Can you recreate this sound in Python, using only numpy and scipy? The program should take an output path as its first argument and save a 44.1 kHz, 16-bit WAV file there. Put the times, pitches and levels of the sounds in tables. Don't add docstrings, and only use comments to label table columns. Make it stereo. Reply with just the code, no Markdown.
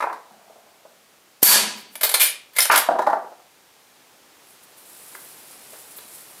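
import sys
import numpy as np
from scipy import signal
from scipy.fft import rfft, irfft
from scipy.io import wavfile
from scipy.ndimage import uniform_filter1d

SR = 44100
rng = np.random.default_rng(int(sys.argv[2]) if len(sys.argv) > 2 else 0)


def invert_db(x):
    u = np.asarray(x, float) / 20
    return 10 ** u


def generate_wav(signal):
    frames = np.transpose(np.atleast_2d(signal))
    scaled = np.clip(frames, -1, 1) * 32767
    pcm = np.round(scaled).astype(np.int16)
    wavfile.write(sys.argv[1], SR, pcm)


N = 282240
SPAN = 2 ** 13

# time_s, level_db
HISS_LEVEL = [(1.4, -56.5), (3.5, -56), (4.82, -52.5), (5.17, -49.5), (6.4, -50)]
# frequency_hz, density_db
HISS_SPECTRUM = [(15, -64), (25, -24), (53, -15.5), (174, -4.5), (290, -1.5), (446, 1.5), (616, 1.5),
                 (785, 1.5), (2240, -3), (15600, -13.5)]
# frequency_hz, likeness (0 to 1)
HISS_LIKENESS = [(60, 0.49), (180, 0.92), (550, 0.11), (1650, 0.031), (4970, 0.77), (15000, 1)]

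# frequency_hz, likeness (0 to 1)
ROOM_LIKENESS = [(60, 1), (150, 1.0), (380, 0.99), (950, 0.86), (2380, 0.7), (5980, 0.7), (15000, 1)]
# frequency_hz, t60_s
ROOM_DECAY = [(100, 0.73), (300, 0.58), (1000, 0.45), (3000, 0.51), (8000, 0.35), (16000, 0.17)]
# frequency_hz, level_db (against the blast), t60_s
ROOM_MODE = (214, -26, 1)
# start_s, level_db
EARLIER_BOOM = (0.3, -52)

# frequency_hz, density_db
CLOTH_SPECTRUM = [(2350, -22), (4000, -8.5), (6560, -10), (7480, -3.5), (10300, 0), (13700, 0), (15600, 1)]
# time_s, level_db
ARM_DRAG = [(4.3, -70), (4.75, -64), (4.86, -51), (5.05, -49), (5.45, -52), (5.9, -49.5), (6.4, -50.5)]
# peak_s, level_db, fine_db (finest fibres against the tug), rise_s, fall_s
SLEEVE_TUGS = [(1.79, -51, 0, 0.045, 0.06), (1.94, -55, 2, 0.042, 0.03), (4.5, -55, -4, 0.076, 0.088),
               (4.635, -54, 2, 0.015, 0.03), (4.78, -52, 1, 0.015, 0.05), (4.92, -62, -2, 0.08, 0.15),
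               (5.17, -53, 3, 0.08, 0.36), (5.508, -48, -7, 0.05, 0.091), (5.81, -48, -6, 0.2, 0.021),
               (5.975, -47.5, 11, 0.015, 0.026), (6.168, -46, -6, 0.11, 0.08)]

# frequency_hz, density_db
BOARD_SPECTRUM = [(88, -69), (150, -35.5), (456, -13.5), (769, -1.5), (895, -10), (1590, -18.5),
                  (2220, -50.5), (4000, -77), (5200, -71), (8800, -120)]
BOARD_HZ = 753
# start_s, peak_db, pitch_hz
FLAT_BOUNCES = [(0.02, -16, 977), (0.039, -12.5, 968), (0.069, -18.5, 803), (0.099, -20.5, 1020),
                (0.309, -40, 780), (0.498, -38.5, 625), (0.558, -39, 670), (0.852, -34, 730),
                (2.888, -2.5, 726), (2.905, -12.5, 680), (2.956, -14.5, 750), (2.992, -5.5, 772),
                (3.072, -3.5, 803), (3.131, -8, 808)]
# start_s, peak_db, pitch_hz
RIM_BOUNCES = [(0.004, -15, 1245), (0.024, -15.5, 1335), (0.127, -21, 1002), (2.987, -15, 986),
               (3.018, -17, 990), (3.066, -14, 1090), (3.099, -19.5, 1035), (3.126, -24, 1123)]
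# start_s, stop_s, level_db
SHELL_ROLL = (0.23, 0.73, -53.5)
# frequency_hz, density_db
EDGE_SPECTRUM = [(1000, -51), (2000, -12), (4000, 1), (7000, -7.5), (11000, -7.5), (16000, -14.5)]
# frequency_hz, density_db
SLAM_SPECTRUM = [(35, -78), (60, -44), (146, -25.5), (1080, 9), (1620, 5.5), (1840, 1), (2870, -5.5),
                 (3650, -34), (5000, -21), (6500, -62), (11000, -120)]
# start_s, peak_db, pitch_hz, bright_db (against the peak), t60_s
LEVER_SLAMS = [
    (2.699, 2, 1175, -36, 0.11),
    (2.711, -4.5, 1560, -10, 0.13),
    (2.724, -5.5, 1110, -18, 0.11),
    (2.736, -8.5, 835, -11.5, 0.16),
    (2.748, -4.5, 1290, -13.5, 0.054),
]
# frequency_hz, density_db
TAP_SPECTRUM = [(150, -43), (350, 3), (700, -4), (1200, -1), (2000, -7), (4000, -19)]
# start_s, peak_db, pitch_hz, bright_db (against the peak), t60_s
HAND_TAPS = [
    (5.15, -29, 2010, -24, 0.043),
    (5.529, -45, 820, -13, 0.062),
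    (5.732, -36, 610, -21.5, 0.096),
    (5.986, -31, 4010, -14, 0.043),
]

# frequency_hz, density_db
STEEL_SPECTRUM = [(1060, -21.5), (1800, -8), (2320, -18.5), (2990, -6), (4170, -7), (6380, -12),
                  (9490, -6.5), (13000, -4.5), (15600, -16)]
# frequency_hz, density_db
STOCK_SPECTRUM = [(120, -59), (200, -19.5), (607, -1), (681, -6), (749, -5), (2500, -4.5), (3250, -49),
                  (5500, -120)]
# start_s, peak_db, high_ring_hz, t60_s
LATCH = (3330, -12.5, -6)
LATCH_HITS = [(1.954, -21.5, 10350, 0.032)]
CARRIER = (4270, -8.5, -10)
CARRIER_HITS = [
    (2.0313, -6.5, 14600, 0.11),
    (2.0448, -6, 14100, 0.024),
    (2.0891, -6, 10900, 0.048),
]
CAM = (4050, -4, -8)
CAM_HITS = [(2.1401, -5, 9570, 0.06)]
BOLT = (2380, -4.5, -32)
BOLT_HITS = [
    (2.1971, -11, 11760, 0.048),
    (2.203, 2, 12100, 0.035),
    (2.2091, 2.5, 13200, 0.074),
    (2.219, -3, 9600, 0.11),
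    (2.2487, -6, 9700, 0.12),
]
RETURN = (2060, -0.23, -12.5)
RETURN_HITS = [(2.5845, -5, 10440, 0.063)]
HOOK = (2600, -18, -10)
HOOK_HITS = [(2.7203, -7.5, 10200, 0.044)]
LOCK = (2000, -15, -12)
LOCK_HITS = [
    (2.7583, -5, 10970, 0.045),
    (2.7749, 5.5, 11180, 0.035),
]
LINK = (1520, -4, -8.5)
LINK_SLIDES = [(2.0083, -11, 11600, 0.052), (2.1129, -7, 11460, 0.036), (2.1514, -21, 9500, 0.037),
               (2.6518, -1, 9580, 0.024)]
TAKE_UP = (1980, -0.5, -15)
TAKE_UP_SLIDES = [(2.5325, -32.5, 13200, 0.048), (2.5502, -23, 11700, 0.13), (2.5616, -9.5, 13500, 0.065)]
SPRING = (5350, 3, -18.5)
SPRING_SLIDES = [(2.602, 0, 9600, 0.025)]
GUIDE = (5900, -12, -33.5)
GUIDE_SLIDES = [(2.6148, -0.5, 9480, 0.076)]

# start_s, peak_db, length_s
TRIGGER = [(1.415, -23, 0.036)]
HAMMER = [(1.427, -11, 0.0064)]
BLAST = [(1.428, 0.0091, 0.071)]
# frequency_hz, density_db
BLAST_SPECTRUM = [(59, -54), (100, -24), (209, -14), (531, -13), (1000, -9), (2330, -7.5), (4580, -5.5),
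                  (7770, -3.5), (12400, 3.5), (15600, -6.5)]
# frequency_hz, level_db, t60_s
BARREL_MODES = [(990, -19, .04), (1680, -18, .04), (4515, -18, .2), (4540, -16, .2), (8500, -15, .06),
                (9180, -13, .05), (12460, -11, .02), (12690, -4, .05)]


def at_hz(points, hz):
    table = np.array(points)
    return np.interp(np.log(hz), np.log(table[:, 0]), table[:, 1])


def in_time(rows):
    table = np.array(rows)
    return np.interp(np.arange(N) / SR, table[:, 0], table[:, 1])


def rms_one(x):
    return x / np.sqrt(np.mean(x ** 2) + 1e-20)


def cut(x, hz, kind):
    return signal.sosfilt(signal.butter(4, hz, kind, fs=SR, output="sos"), x)


def add(track, s, sound):
    i = round(s * SR)
    track[i:i + len(sound)] += sound[:N - i]


def coloured(spectrum, size, likeness=None):
    hz = np.maximum(np.arange(size // 2 + 1) * SR / size, 10)
    mid, side = rfft(rng.standard_normal((2, size))) * invert_db(at_hz(spectrum, hz))
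    if likeness is None:
        return rms_one(irfft(mid, size))
    alike = np.clip(at_hz(likeness, hz), 0, 1)
    pair = np.sqrt(1 + alike) * mid + np.sqrt(1 - alike) * side * [[1], [-1]]
    return rms_one(irfft(pair, size))


def drift(rate_hz, size):
    r = np.exp(-2 * np.pi * rate_hz / SR)
    slow = signal.lfilter([1], [1, -2 * r, r * r], rng.standard_normal(size + 999))
    return rms_one(slow[999:])


def ring(x, hz, t60):
    r = invert_db(-60 / (t60 * SR))
    w = 2 * np.pi * hz / SR
    return signal.lfilter([0, np.sin(w)], [1, -2 * r * np.cos(w), r * r], x + 1e-18)


def burst(t60, rise_share, lumpy_db):
    t = np.arange(SPAN) / SR
    rise = (1 - np.exp(-t / (rise_share * t60))) ** 1.27
    return rise * invert_db(-60 * t / t60 + lumpy_db * drift(180, SPAN))


def hiss():
    return invert_db(in_time(HISS_LEVEL) + 2.5) * coloured(HISS_SPECTRUM, N, HISS_LIKENESS)


def room(x, stretch):
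    noise = coloured([(20, 0), (20000, 0)], 2 ** 15, ROOM_LIKENESS)
    hz, t, cells = signal.stft(noise, SR, nperseg=256)
    t60 = stretch * at_hz(ROOM_DECAY, np.maximum(hz, 20))[:, None]
    tail = signal.istft(cells * invert_db(-60 * t / t60) / np.sqrt(t60), SR)[1]
    tail = tail * (1 - np.exp(-np.arange(tail.shape[1]) / (0.0011 * SR)))
    tail = tail / np.sqrt(np.sum(tail ** 2) / 2)
    return signal.fftconvolve(x[None], tail, axes=1)[:, :N]


def boom():
    hz, _, t60 = ROOM_MODE
    t = np.arange(SR) / SR
    wave = rms_one(ring(rng.standard_normal(SR), hz, 0.13))
    return wave * (1 - np.exp(-t / 0.014)) * invert_db(-60 * t / t60)


def standing_wave():
    out = np.zeros(N)
    add(out, BLAST[0][0], invert_db(ROOM_MODE[1]) * boom())
    add(out, EARLIER_BOOM[0], invert_db(EARLIER_BOOM[1]) * boom())
    return out


def sleeve():
    t = np.arange(N) / SR
    grain = invert_db(0.94 * drift(35, N) + 1.6 * drift(900, N))
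    fade_in = np.clip((t - ARM_DRAG[0][0]) * 10, 0, 1)
    power = (fade_in * invert_db(in_time(ARM_DRAG))) ** 2
    fine_power = power * invert_db(2 * -5)
    for s, tug_db, fine_db, rise, fall in SLEEVE_TUGS:
        tug = (invert_db(tug_db) * np.interp(t, [s - rise, s, s + fall], [0, 1, 0])) ** 2
        power = power + tug
        fine_power = fine_power + tug * invert_db(2 * fine_db)
    fibres = coloured(CLOTH_SPECTRUM, N, HISS_LIKENESS) * grain
    coarse = rms_one(cut(fibres, 11500, "low"))
    fine = rms_one(cut(fibres, 11500, "high"))
    return invert_db(-1.06) * (np.sqrt(power) * coarse + np.sqrt(fine_power) * fine)


def wood(blows, spectrum, spectrum_hz, shift, ringing, note_db):
    out, click = np.zeros(N), np.eye(1, SPAN)[0]
    for s, peak_db, hz, bright_db, t60 in blows:
        shape = burst(t60, 0.02, 1.3)
        shifted = np.array(spectrum) * [(hz / spectrum_hz) ** shift, 1]
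        body = coloured(shifted, SPAN) * shape
        lower = 0.43 * ring(click, 0.868 * hz, ringing * t60)
        note = invert_db(note_db) * (ring(click, hz, ringing * t60) + lower)
        edge = invert_db(bright_db + 3) * coloured(EDGE_SPECTRUM, SPAN) * shape
        add(out, s, invert_db(peak_db - 6.0) * (body + note + edge))
    return out


def bounces():
    flat_bright_db, rim_bright_db, t60 = -38.5, -21, 0.063
    flat = [(*row, flat_bright_db, t60) for row in FLAT_BOUNCES]
    rim = [(*row, rim_bright_db, t60) for row in RIM_BOUNCES]
    settle = []
    for k in range(4):
        hz = BOARD_HZ * rng.uniform(0.86, 1.03)
        settle.append((3.169 + k * 0.075, -21.5 - k * 6.5, hz, flat_bright_db, 0.083))
    return flat + rim + settle


def rolling():
    t = np.arange(N) / SR
    start, stop, roll_db = SHELL_ROLL
    level_db = np.interp(t, [stop, stop + 0.05], [roll_db, -61])
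    heard = (t > start) * (t < stop + 0.25)
    return heard * invert_db(level_db - 6.5 + 2.0 * drift(60, N)) * coloured(BOARD_SPECTRUM, N)


def knocks():
    shell = wood(bounces(), BOARD_SPECTRUM, BOARD_HZ, shift=0.85, ringing=0.71, note_db=-0.5)
    board = cut(shell + rolling(), 195, "high")
    slams = wood(LEVER_SLAMS, SLAM_SPECTRUM, 1260, shift=0.14, ringing=0.31, note_db=-7.5)
    taps = wood(HAND_TAPS, TAP_SPECTRUM, 1000, shift=0.043, ringing=0.52, note_db=-0.5)
    jolt = np.zeros(N)
    add(jolt, LEVER_SLAMS[0][0], invert_db(-15) * ring(np.eye(1, SPAN)[0], 74, 0.015))
    return board + slams + jolt + taps


def steel(part, contacts, rise_share):
    out = np.zeros(N)
    low_hz, low_db, stock_db = part
    for s, peak_db, high_hz, t60 in contacts:
        shape = burst(t60, rise_share, 1.87)
        clatter = coloured(STEEL_SPECTRUM, SPAN) * shape
        push = rng.standard_normal(SPAN) * shape
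        high = invert_db(-1.5) * ring(push, high_hz, 0.02) / 8
        low = invert_db(low_db) * ring(push, low_hz, 0.008) / 5
        stock = invert_db(stock_db + 2.5) * coloured(STOCK_SPECTRUM, SPAN) * shape
        add(out, s, invert_db(peak_db - 7.5) * (clatter + high + low + stock))
    return out


def lever():
    strokes = [(LATCH, LATCH_HITS), (CARRIER, CARRIER_HITS), (CAM, CAM_HITS), (BOLT, BOLT_HITS),
               (RETURN, RETURN_HITS), (HOOK, HOOK_HITS), (LOCK, LOCK_HITS)]
    slides = [(LINK, LINK_SLIDES), (TAKE_UP, TAKE_UP_SLIDES), (SPRING, SPRING_SLIDES),
              (GUIDE, GUIDE_SLIDES)]
    out = np.zeros(N)
    for part, hits in strokes:
        out += steel(part, hits[:1], rise_share=0.011)
        out += steel(part, hits[1:], rise_share=0.1)
    for part, contacts in slides:
        out += steel(part, contacts, rise_share=0.1)
    return cut(out, 420, "high")


def shot():
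    out, walls, click = np.zeros(N), np.zeros(N), np.eye(1, SPAN)[0]
    tick_s, tick_db, tick_len = TRIGGER[0]
    add(out, tick_s, invert_db(tick_db) * coloured(STEEL_SPECTRUM, SPAN) * burst(tick_len, 0.33, 11.0))
    push_s, push_db, push_len = HAMMER[0]
    add(out, push_s, invert_db(push_db - 7.0) * ring(click, 1040, push_len))

    gas_s, gas_db, gas_len = BLAST[0]
    add(out, gas_s, invert_db(gas_db - 1) * ring(click, 293, 0.011))
    shape = burst(gas_len, 0.00037, 6.8)
    add(out, gas_s, invert_db(gas_db - 6.5) * coloured(BLAST_SPECTRUM, SPAN) * shape)
    kick = rng.standard_normal(SPAN) * shape / np.sqrt(gas_len * SR / 14)
    kick = np.pad(kick, (0, SR // 2))
    barrel = sum(invert_db(level_db + 10.5) * ring(kick, hz, t60) for hz, level_db, t60 in BARREL_MODES)
    add(walls, gas_s, barrel)
    add(out, gas_s, invert_db(-5) * barrel)
    pulse = irfft(invert_db(at_hz(BLAST_SPECTRUM, np.arange(1, 258) * SR / 512)))
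    pulse = np.roll(pulse, 40) / np.sqrt(np.sum(pulse ** 2))
    add(walls, gas_s, invert_db(gas_db + 37.0) * pulse)
    return out, walls


def scene():
    gun, walls = shot()
    action, blows = lever(), knocks()
    direct = gun + action + blows + standing_wave()
    wet = room(walls, stretch=1.22) + room(invert_db(-2.0) * action + invert_db(-2.5) * blows, stretch=0.79)
    balance = invert_db(np.array([[-0.3], [0.3]]))
    return direct * balance + wet + sleeve()


def limiter(x):
    level_db = 10 * np.log10(uniform_filter1d(np.mean(x ** 2, axis=0), size=90) + 1e-12)
    ramp = 255 * np.arange(N) / SR
    cut_db = np.maximum.accumulate(np.maximum(level_db + 12, 0) + ramp) - ramp
    r = np.exp(-1 / (0.0032 * SR))
    cut_db = np.roll(signal.lfilter([1 - r], [1, -r], cut_db), -45)
    return 1.325 * np.tanh(x * invert_db(-cut_db) / 1.087)


def roll_off(x):
    return signal.sosfilt(signal.butter(12, 16850, fs=SR, output="sos"), x)


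def record(dry):
    bass_cut = signal.butter(2, 277, "high", fs=SR, output="sos")
    held = signal.sosfilt(bass_cut, limiter(dry))
    top = signal.cheby2(12, 60, 16450, fs=SR, output="sos")
    mix = signal.sosfilt(top, held + hiss())
    return roll_off(mix)


dry = scene()
out = record(dry)
generate_wav(out)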